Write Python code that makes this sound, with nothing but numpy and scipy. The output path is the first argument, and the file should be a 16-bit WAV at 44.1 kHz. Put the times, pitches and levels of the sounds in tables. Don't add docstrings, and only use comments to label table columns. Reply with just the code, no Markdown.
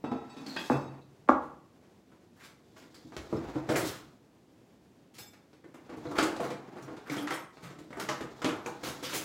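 import sys
import numpy as np
from scipy import signal
from scipy.fft import rfft, irfft, next_fast_len
from scipy.io import wavfile
from scipy.ndimage import uniform_filter1d, map_coordinates

SR = 44100
rng = np.random.default_rng(int(sys.argv[2]) if len(sys.argv) > 2 else 0)


def log_audio(samples):
    frames = np.atleast_2d(samples).T
    limited = np.clip(frames, -1, 1)
    pcm = np.round(limited * 32767).astype(np.int16)
    wavfile.write(sys.argv[1], SR, pcm)


def ratio_of_db(decibels):
    return 10 ** (np.asarray(decibels, float) / 20)


N = 407484
SPAN = 32768
CHINA_HISS_DB, STEEL_HISS_DB = -7.5, 0.8


def unit(x):
    return x / np.sqrt(np.mean(x ** 2) + 1e-20)


def along(points, hz):
    f, v = np.transpose(points)
    return np.interp(np.log(hz + 1), np.log(f + 1), v)


def wobble(rate):
    knots = rng.standard_normal(int(N * rate / SR) + 4)
    return map_coordinates(knots, [np.arange(N) * rate / SR])


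def noise(spectrum):
    m = next_fast_len(N)
    gain = ratio_of_db(along(spectrum, np.fft.rfftfreq(m, 1 / SR)))
    return unit(irfft(rfft(rng.standard_normal(m)) * gain, m)[:N])


def causal(db):
    cep = irfft(db * np.log(10) / 20)
    cep[1:SPAN // 2] *= 2
    cep[SPAN // 2 + 1:] = 0
    return np.exp(rfft(cep))


def resonant(peaks, hz):
    return 20 * np.log10(1 + sum(ratio_of_db(db) / np.hypot(1, 2 * (hz - c) / w) for c, w, db in peaks))


def add(track, s, sound):
    part = track[round(s * SR):][:len(sound)]
    part += sound[:len(part)]


def axes():
    return np.fft.rfftfreq(SPAN, 1 / SR), np.arange(SPAN // 4) / SR


# pitch_hz, t60_s
KITCHEN_T60 = [(60, 0.97), (250, 0.41), (1000, 0.53), (4000, 0.33), (12000, 0.29)]


def kitchen(delay_s):
    hz, t = np.fft.rfftfreq(256, 1 / SR), np.arange(SPAN // 192) * 128 / SR
    z = rng.standard_normal((len(hz), 2 * len(t))).view(complex)
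    decay_db = -60 * t / along(KITCHEN_T60, hz)[:, None]
    tail = signal.istft(z * ratio_of_db(decay_db), SR, nperseg=256)[1]
    tail *= 1 - np.exp(-np.arange(len(tail)) / SR / delay_s)
    return rfft(tail / np.linalg.norm(tail), SPAN)


# centre_hz, width_hz
CONTACT_BANDS = [(45, 22), (190, 580), (300, 630), (1100, 1100), (3600, 4060), (9000, 4700), (15000, 17000)]


def contacts(kinds, ms, wood, wet_db, delay_s, trim_db, rise, crack):
    out = np.zeros(N)
    hz, t = axes()
    centre, width = np.transpose(CONTACT_BANDS)
    body_db = resonant(wood, hz)
    life = ms / 1000
    shape = (1 - np.exp(-t / (rise * life))) ** 2 * np.exp(-t / life) + crack * np.exp(-t / 0.0031)
    band_trim_db = np.array(trim_db) - 10 * np.log10(2 * width / SR)
    for hits, hiss_db in kinds:
        for s, thump, knock, edge in hits:
            hiss = edge + hiss_db
            levels = np.array([thump, thump, thump, knock, edge, hiss, hiss]) + band_trim_db
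            levels[-1] += 0.39 * (levels[-2] - levels[-3])
            grain = ratio_of_db(3 * np.repeat(rng.standard_normal(len(t) // 64), 64))
            burst = rfft(rng.standard_normal(len(t)) * shape * grain, SPAN)
            smooth_power = uniform_filter1d(abs(burst) ** 2, size=200)
            uneven_db = 10 * np.log10(smooth_power / np.sum(shape ** 2))
            lumps_db = 2.2 * np.interp(hz / 450, np.arange(64), rng.standard_normal(64)) * (hz > 1400)
            colour = causal(along(np.c_[centre, levels], hz) + body_db + lumps_db - uneven_db)
            sound = irfft(burst * colour * (1 + ratio_of_db(wet_db) * kitchen(delay_s)))
            add(out, s - 1.3 * rise * life, sound)
    return out


def damped_notes(rows, wet_db, damping):
    out = np.zeros(N)
    hz, t = axes()
    for s, db, pitch_hz, t60 in rows:
        rattle = rfft(rng.standard_normal(len(t)) * ratio_of_db(-60 * t / np.minimum(t60, .5)), SPAN)
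        width = damping * pitch_hz
        mode = 1j * hz * width / (pitch_hz ** 2 - hz ** 2 + 1j * hz * width)
        sound = irfft(rattle * mode ** 2 * (1 + ratio_of_db(wet_db) * kitchen(0.013)))
        add(out, s, ratio_of_db(db - 1) * sound / np.abs(sound).max())
    return out


# pitch_hz, density_db (per Hz)
HUSH = [(25, -21.5), (92, -4.5), (166, -1.5), (330, -2.5), (470, -10), (840, -16.5), (1190, -23),
        (16000, -40.5)]


def house_hush():
    return ratio_of_db(-58.5 + 0.27 * wobble(1.6) + .8 * wobble(25)) * noise(HUSH)


# start_s, peak_db, pitch_hz, t60_s
SHAKES = [
    (.71, -43, 138.4, 0.25),
    (1.3, -40.5, 60, 0.28),
    (3.165, -39, 80, 0.16),
    (3.335, -34.5, 77.4, .25),
    (3.44, -42, 55, .3),
    (3.555, -48, 70, .2),
    (3.7, -21.5, 546, 0.28),
    (3.755, -24, 1900, .15),
    (5.2, -49, 110, .2),
    (7.63, -40, 149, 0.48),
]


def shakes():
    return damped_notes(SHAKES, -7, damping=.45)


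# start_s, push_db, loose_db (cutlery over the push)
SLIDES = [
    [(0.0, -72, -18), (0.168, -53, -22), (0.646, -51.5, -4), (0.778, -52, -6.5), (1.0, -57, -38)],
    [(2.2, -93, 3), (3.096, -64, -3.5), (3.492, -42.5, -19), (3.726, -49, -16.5), (3.866, -46, 0.5),
     (4.018, -61.5, -3), (4.15, -72, -6)],
    [(5.05, -76.5, -10.5), (5.67, -83, -2.5), (5.94, -48, -21), (6.11, -54.5, -8.5), (6.34, -42, -15),
     (6.58, -50.5, -20), (7.1, -52.5, -17), (7.27, -46, -38), (7.44, -69, -8)],
    [(7.53, -67, -5), (7.93, -70, -2), (8.12, -46.5, -6), (8.27, -55, -11), (8.82, -51, -10.5),
     (9.24, -52, -2)],
]
# pitch_hz, density_db (per Hz)
RUMBLE = [(50, -23.5), (120, -2), (300, 13), (600, -2), (1200, -53.5)]
SCRAPE = [(300, -19), (700, 13.5), (1300, 3.5), (2500, -4.5), (6000, -36)]
RUSTLE = [(1500, -30.5), (3500, 7.5), (7500, -1), (9000, -7.5), (15500, -10)]


def sliding():
    rows = []
    for drag in SLIDES:
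        rows += [(drag[0][0] - .03, -90, 0), *drag, (drag[-1][0] + 0.063, -90, 0)]
    start_s, push_db, loose_db = np.transpose(rows)
    t = np.arange(N) / SR
    rumble_db = np.interp(t, start_s, push_db)
    rustle_db = rumble_db + np.interp(t, start_s, loose_db)
    jolt = np.tanh(wobble(60))
    rumble = ratio_of_db(rumble_db) * unit(ratio_of_db(7.7 * jolt) * noise(RUMBLE))
    scrape = ratio_of_db(rumble_db - 3.5) * unit(ratio_of_db(2.5 * jolt + 0.83 * wobble(140)) * noise(SCRAPE))
    rustle = ratio_of_db(rustle_db) * unit(ratio_of_db(3.3 * jolt + 0.74 * wobble(300)) * noise(RUSTLE))
    return rumble + scrape + rustle


# pitch_hz, width_hz, level_db
COUNTER_WOOD = [(138.8, 7.8, 13.5), (318.7, 19.5, 8), (488, 25, 4.5), (1358, 340, -0.5), (2190, 120, -7.5)]
# start_s, thump_db, knock_db, edge_db
CHINA_HITS = [(2.118, -50, -59.5, -71), (2.765, -49, -51.5, -58), (2.824, -42, -60, -56.5),
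              (3.123, -40, -48.5, -60), (3.167, -31, -44, -38.5), (3.692, -12.5, -32.5, -34.5),
              (5.335, -55, -59, -58), (5.532, -45, -62, -61.5), (5.642, -39.5, -57.5, -65),
              (5.895, -33.5, -48.5, -54.5), (6.055, -24.5, -43, -55), (6.185, -15.5, -24, -26),
              (6.363, -30, -46, -42.5), (6.505, -28.5, -42, -42), (6.881, -32, -44.5, -57),
              (6.969, -37, -54, -53.5), (7.099, -25.5, -46, -38.5), (7.165, -25, -41, -40),
              (7.274, -44, -34, -39), (7.572, -41.5, -52.5, -58), (7.703, -39, -51, -53),
              (7.907, -31.5, -52, -56), (8.09, -26.5, -29.5, -30.5), (8.209, -23.5, -41, -43.5),
              (8.42, -35, -34, -39.5), (8.446, -15, -29.5, -30), (8.489, -55, -33.5, -38.5),
              (8.602, -53, -44, -70)]
# start_s, thump_db, knock_db, edge_db
STEEL_HITS = [(2.945, -50, -59, -53.5), (3.051, -33, -98, -78), (3.328, -17, -36, -58.5),
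              (3.557, -22, -38, -81), (3.76, -25.5, -28.5, -35), (5.185, -45.5, -55, -44.5),
              (5.744, -37.5, -51.5, -60), (5.972, -28.5, -58, -61), (6.113, -29.5, -37, -54),
              (6.229, -22, -34.5, -34.5), (6.404, -22, -33.5, -47.5), (6.825, -32.5, -77, -55),
              (7.308, -28, -32, -46), (7.788, -35, -54, -56.5), (7.93, -47, -42.5, -59),
              (7.973, -27.5, -41, -54), (8.0, -32, -39, -38), (8.662, -27.5, -38, -45.5),
              (8.834, -31, -39.5, -46.5), (9.029, -31, -42, -44.5)]


def counter_knocks():
    kinds = [(CHINA_HITS, CHINA_HISS_DB), (STEEL_HITS, STEEL_HISS_DB)]
    return contacts(kinds, 11, COUNTER_WOOD, 0.93, 0.0025,
                    [-36.5, -14.5, -7.0, -3, -3.0, -4.5, -8.0], rise=.16, crack=0.41)


# start_s, thump_db, knock_db, edge_db
CHINA_STROKES = [(0.422, -45, -47, -55), (0.501, -40, -46, -43.5), (0.609, -45, -42, -39),
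                 (0.664, -55, -60, -41), (1.438, -26, -54, -55), (1.849, -38, -58, -64),
                 (2.455, -50, -47.5, -43.5), (5.165, -51.5, -54.5, -44.5), (6.178, -18, -23.5, -36.5),
                 (6.449, -18.5, -29.5, -38), (6.787, -25, -37.5, -52), (7.326, -49, -26, -33.5),
                 (7.628, -34, -70, -57), (7.649, -35, -38, -42), (9.143, -19, -30.5, -30.5)]
# start_s, thump_db, knock_db, edge_db
STEEL_STROKES = [
    (0.724, -7, -21, -51),
    (2.385, -51, -53, -62),
    (3.784, -8, -31.5, -32),
    (3.872, -38, -38, -37),
    (7.21, -33, -37, -52),
    (8.89, -19, -36, -37.5),
    (9.163, -21, -36, -28.5),
]


def strokes():
    kinds = [(CHINA_STROKES, CHINA_HISS_DB), (STEEL_STROKES, STEEL_HISS_DB)]
    return contacts(kinds, 19, COUNTER_WOOD, -0.79, 0.0051,
                    [-30.5, -13.0, -7.0, 1.5, 3.5, 5.5, 7.5], rise=1.2, crack=0)


# start_s, thump_db, knock_db, edge_db
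RATTLES = [(3.725, -45, -36, -36.5), (3.81, -39, -51, -43), (3.895, -44.5, -43.5, -38),
           (7.085, -39, -37, -51), (7.135, -35, -33.5, -39), (2.47, -60, -65, -67), (2.79, -55, -70, -51.5),
           (8.015, -37, -35, -39.5), (8.858, -25, -37, -32.5), (9.056, -36, -39, -32),
           (9.112, -34, -37.5, -35), (2.42, -60, -51, -53), (3.96, -55, -48, -47.5)]


def rattles():
    return contacts([(RATTLES, STEEL_HISS_DB)], 19, COUNTER_WOOD, -1, 0.0052,
                    [-22, -2, -29, 5.5, 8, -1.5, 6], rise=1.2, crack=0)


# start_s, peak_db, pitch_hz, t60_s
CLINKS = [(0.4643, -39, 4560, 0.1), (0.4957, -39, 4250, 0.5), (0.562, -38, 4100, 0.1),
          (0.5633, -34, 1860, 0.11), (0.572, -35, 4800, 0.12), (1.015, -61.5, 3920, 0.16),
          (2.9442, -49, 4600, 0.25), (5.7409, -59, 1660, 0.12), (6.0691, -47, 4000, 0.11),
          (7.0973, -28.5, 2200, 0.045), (7.1794, -36.5, 3300, 0.22), (7.2264, -47, 4900, 0.18),
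          (7.2729, -33, 1910, 0.031), (7.3073, -31, 2000, 0.042), (7.9286, -38, 2040, 0.057),
          (8.0884, -26, 1950, 0.025), (8.207, -39, 1820, 0.088), (8.6607, -32.5, 2350, 0.02),
          (8.661, -35, 6540, 0.014), (5.186, -45, 12300, 0.34), (7.115, -46, 11500, 0.47),
          (7.225, -44, 11500, 0.13), (7.568, -57, 4200, .15), (7.787, -61, 7300, 0.12)]
# start_s, peak_db, pitch_hz, t60_s
BOOMS = [
    (.4, -36.5, 253, 0.55),
    (.47, -36.5, 253, 0.19),
    (6.395, -26, 667, 0.19),
    (8.445, -25.5, 296, 0.11),
    (8.662, -34.5, 837, 0.2),
    (9.05, -39, 5150, 0.23),
]


def clinks_and_booms():
    return damped_notes([*CLINKS, *BOOMS], -8, damping=.13)


# start_s, peak_db, pitch_hz, t60_s
HELD_NOTES = [(.565, -34, 2580, 0.23), (.566, -36, 3320, 0.22), (.705, -30, 136.3, 0.3),
              (.708, -42, 2510, 0.26), (6.186, -21.5, 1266, 0.033), (6.19, -24.5, 309, 0.38),
              (7.103, -31.5, 292, 0.23), (7.163, -31.5, 295, 0.45), (8.662, -39, 1000, 0.088),
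              (.563, -30, 1600, .14), (5.19, -53, 840, 0.28)]


def held_notes():
    return damped_notes(HELD_NOTES, -9.5, damping=.07)


# pitch_hz, level_db (rms)
PLATE = [(812.9, -52), (1001, -60), (1050, -63), (1330, -56), (1933, -72), (2654, -66), (3488, -75),
         (3806, -69)]
GLASS = [(1820, -76), (2487, -72), (2649, -68), (3472, -73), (3806, -71), (4530, -73), (5184, -73),
         (5997, -81), (6436, -78), (7757, -79), (8400, -82), (9200, -86), (10460, -88)]
LADLE = [(5249, -69), (7009, -79), (11590, -80), (14750, -86)]
SPOONS = [(5324, -58), (7773, -63), (7897, -64), (10083, -62), (12748, -64), (13264, -66), (15246, -65)]
FORKS = [(2300, -74), (3542, -72), (5157, -68), (5706, -83), (6503, -76), (7391, -75), (7900, -76),
         (9663, -76), (10842, -78), (11698, -76), (12032, -77), (12450, -79), (14836, -72), (15116, -77)]
TONGS = [(8043, -84), (9539, -80), (11547, -85), (12920, -84), (13600, -82)]
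TRAY = [(4328, -60), (5012, -64), (5254, -63), (7009, -61), (7967, -62), (9523, -68)]
PEELER = [(5265, -85), (6702, -82), (7004, -85), (14777, -83)]
KNIVES = [(5378, -73), (6363, -76), (7117, -76), (7650, -80), (7833, -74), (7983, -78), (8823, -66),
          (10223, -72), (11386, -77), (13372, -74), (14300, -78)]
LID = [(11563, -78)]
WHISK = [(9679, -63), (10567, -64), (12053, -59), (14083, -66)]
# start_s, level_db (over its modes), t60_s
STRIKES = [(PLATE, [(.041, 7, 0.46), (.117, 4.5, 0.63), (.295, -5, .6)]), (GLASS, [(.042, 3, .6),
           (.118, 2, .6), (.295, 6, .6), (.367, 8, .5), (.565, 13, .4), (.701, 15, .6)]),
           (LADLE, [(3.362, 13, .12)]), (SPOONS, [(3.753, 6, .45), (3.87, 2, .3)]),
           (FORKS, [(5.186, 16, .45), (5.741, -3, .2)]), (TONGS, [(5.963, 7, 0.39), (6.11, 7, .25)]),
           (TRAY, [(6.19, 9, 0.45)]), (PEELER, [(6.81, 9, 0.49)]), (KNIVES, [(7.125, 3, .3), (7.18, 9, .4),
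           (7.332, 18, .39)]), (LID, [(8.175, 13, .3), (8.47, 24, .45)]), (WHISK, [(9.135, 3, 0.6)])]


def ringing():
    out, t = np.zeros(N), np.arange(SR * 3 // 5) / SR
    for modes, strikes in STRIKES:
        hz, level = np.transpose(modes)[..., None]
        for s, db, t60 in strikes:
            knots = rng.standard_normal((len(modes), 40))
            waver_db = 5.5 * np.array([np.interp(t * 60, np.arange(40), row) for row in knots])
            decay_db = 60 * t / t60 * (hz / 5000) ** 0.22
            ring = ratio_of_db(level + db + waver_db - decay_db) * np.sin(2 * np.pi * hz * t)
            add(out, s, ring.sum(0) * (1 - np.exp(-t / .004)))
    return out


# pitch_hz, width_hz, level_db
TABLE_WOOD = [(139, 19, 10), (253, 12, 15.5), (827, 34, 5.5), (1000, 21, -11.5), (1290, 67, -1.5)]
# start_s, thump_db, knock_db, edge_db
TABLE_HITS = [
    (0.041, -22.5, -37, -49),
    (0.116, -21.5, -36, -48.5),
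    (0.366, -35.5, -58, -51),
    (0.464, -36, -53, -38),
    (0.564, -30.5, -37, -36),
    (1.291, -44, -56, -37),
    (1.76, -59, -71, -72),
]


def table_knocks():
    return contacts([(TABLE_HITS, -15)], 8.7, TABLE_WOOD, -1.8, 0.0041,
                    [-35.5, -11.5, -2, -0.5, -5.0, -2.5, 0.5], rise=0.16, crack=0.29)


# pitch_hz, density_db (per Hz)
FIRST_COLOUR = [(35, -46.5), (130, -19), (250, -3.5), (900, -14.5), (1700, -16.5), (2400, -30), (5000, -62),
                (15500, -66)]
SECOND_COLOUR = [(35, -44), (150, -30), (250, -9.5), (1250, -16), (1650, -24), (2500, -37.5), (5000, -52.5),
                 (15500, -71.5)]
# pitch_hz, width_hz, level_db
FIRST_RING = [(137, 10, 10), (251, 18, 19), (374, 32, -3), (640, 54, -5), (818, 110, 19), (1230, 73, -7),
              (1460, 110, 4)]
SECOND_RING = [(290, 120, 16.5), (488, 40, 5), (816, 71, 1.5), (1210, 130, 10.5), (2220, 360, 12)]
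# start_s, peak_db, far_rim_db, colour, resonances
THUDS = [
    (0.6963, -13.5, -9, FIRST_COLOUR, FIRST_RING),
    (1.275, -38.5, -2.5, SECOND_COLOUR, SECOND_RING),
    (1.2862, -0.5, 10.5, SECOND_COLOUR, SECOND_RING),
]


def glass_thuds():
    out = np.zeros(N)
    hz, t = axes()
    bending = np.exp(-2j * np.pi * 0.24 * np.sqrt(hz))
    far_rim = np.exp(-2j * np.pi * hz * .0036) / (1 + (hz / 1500) ** 4) / (1 + (620 / (hz + 1)) ** 4)
    for s, db, rock_db, colour, modes in THUDS:
        blow = causal(np.maximum(along(colour, hz), -70) + resonant(modes, hz)) * bending
        blow = blow * (1 + ratio_of_db(rock_db) * far_rim)
        board = rng.standard_normal(len(t)) * ratio_of_db(-60 * t / 0.27)
        board_answer = ratio_of_db(-8) * rfft(board / np.linalg.norm(board), SPAN)
        answer = 1 + board_answer + ratio_of_db(-6.5) * kitchen(0.0038)
        add(out, s, ratio_of_db(db) * irfft(blow * answer) / np.abs(irfft(blow)).max())
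    return out


def scene():
    background = house_hush() + shakes() + sliding()
    counter = counter_knocks() + strokes() + rattles()
    tones = clinks_and_booms() + held_notes() + ringing()
    table = table_knocks() + glass_thuds()
    return (background + counter + tones + table)[None]


def low_pass(x):
    return signal.sosfilt(signal.butter(12, 16380, fs=SR, output="sos"), x)


# pitch_hz, gain_db
MICROPHONE = [(20, -28), (50, -5.5), (100, -3), (7500, 0.5), (8500, -2.5), (15000, -3)]


def record(dry):
    m = next_fast_len(N)
    hz = np.fft.rfftfreq(m, 1 / SR)
    response = ratio_of_db(along(MICROPHONE, hz)) * (hz < 15850)
    kept = irfft(rfft(dry, m) * response, m)[:, :N]
    return low_pass(kept)


dry = scene()
out = record(dry)
log_audio(out)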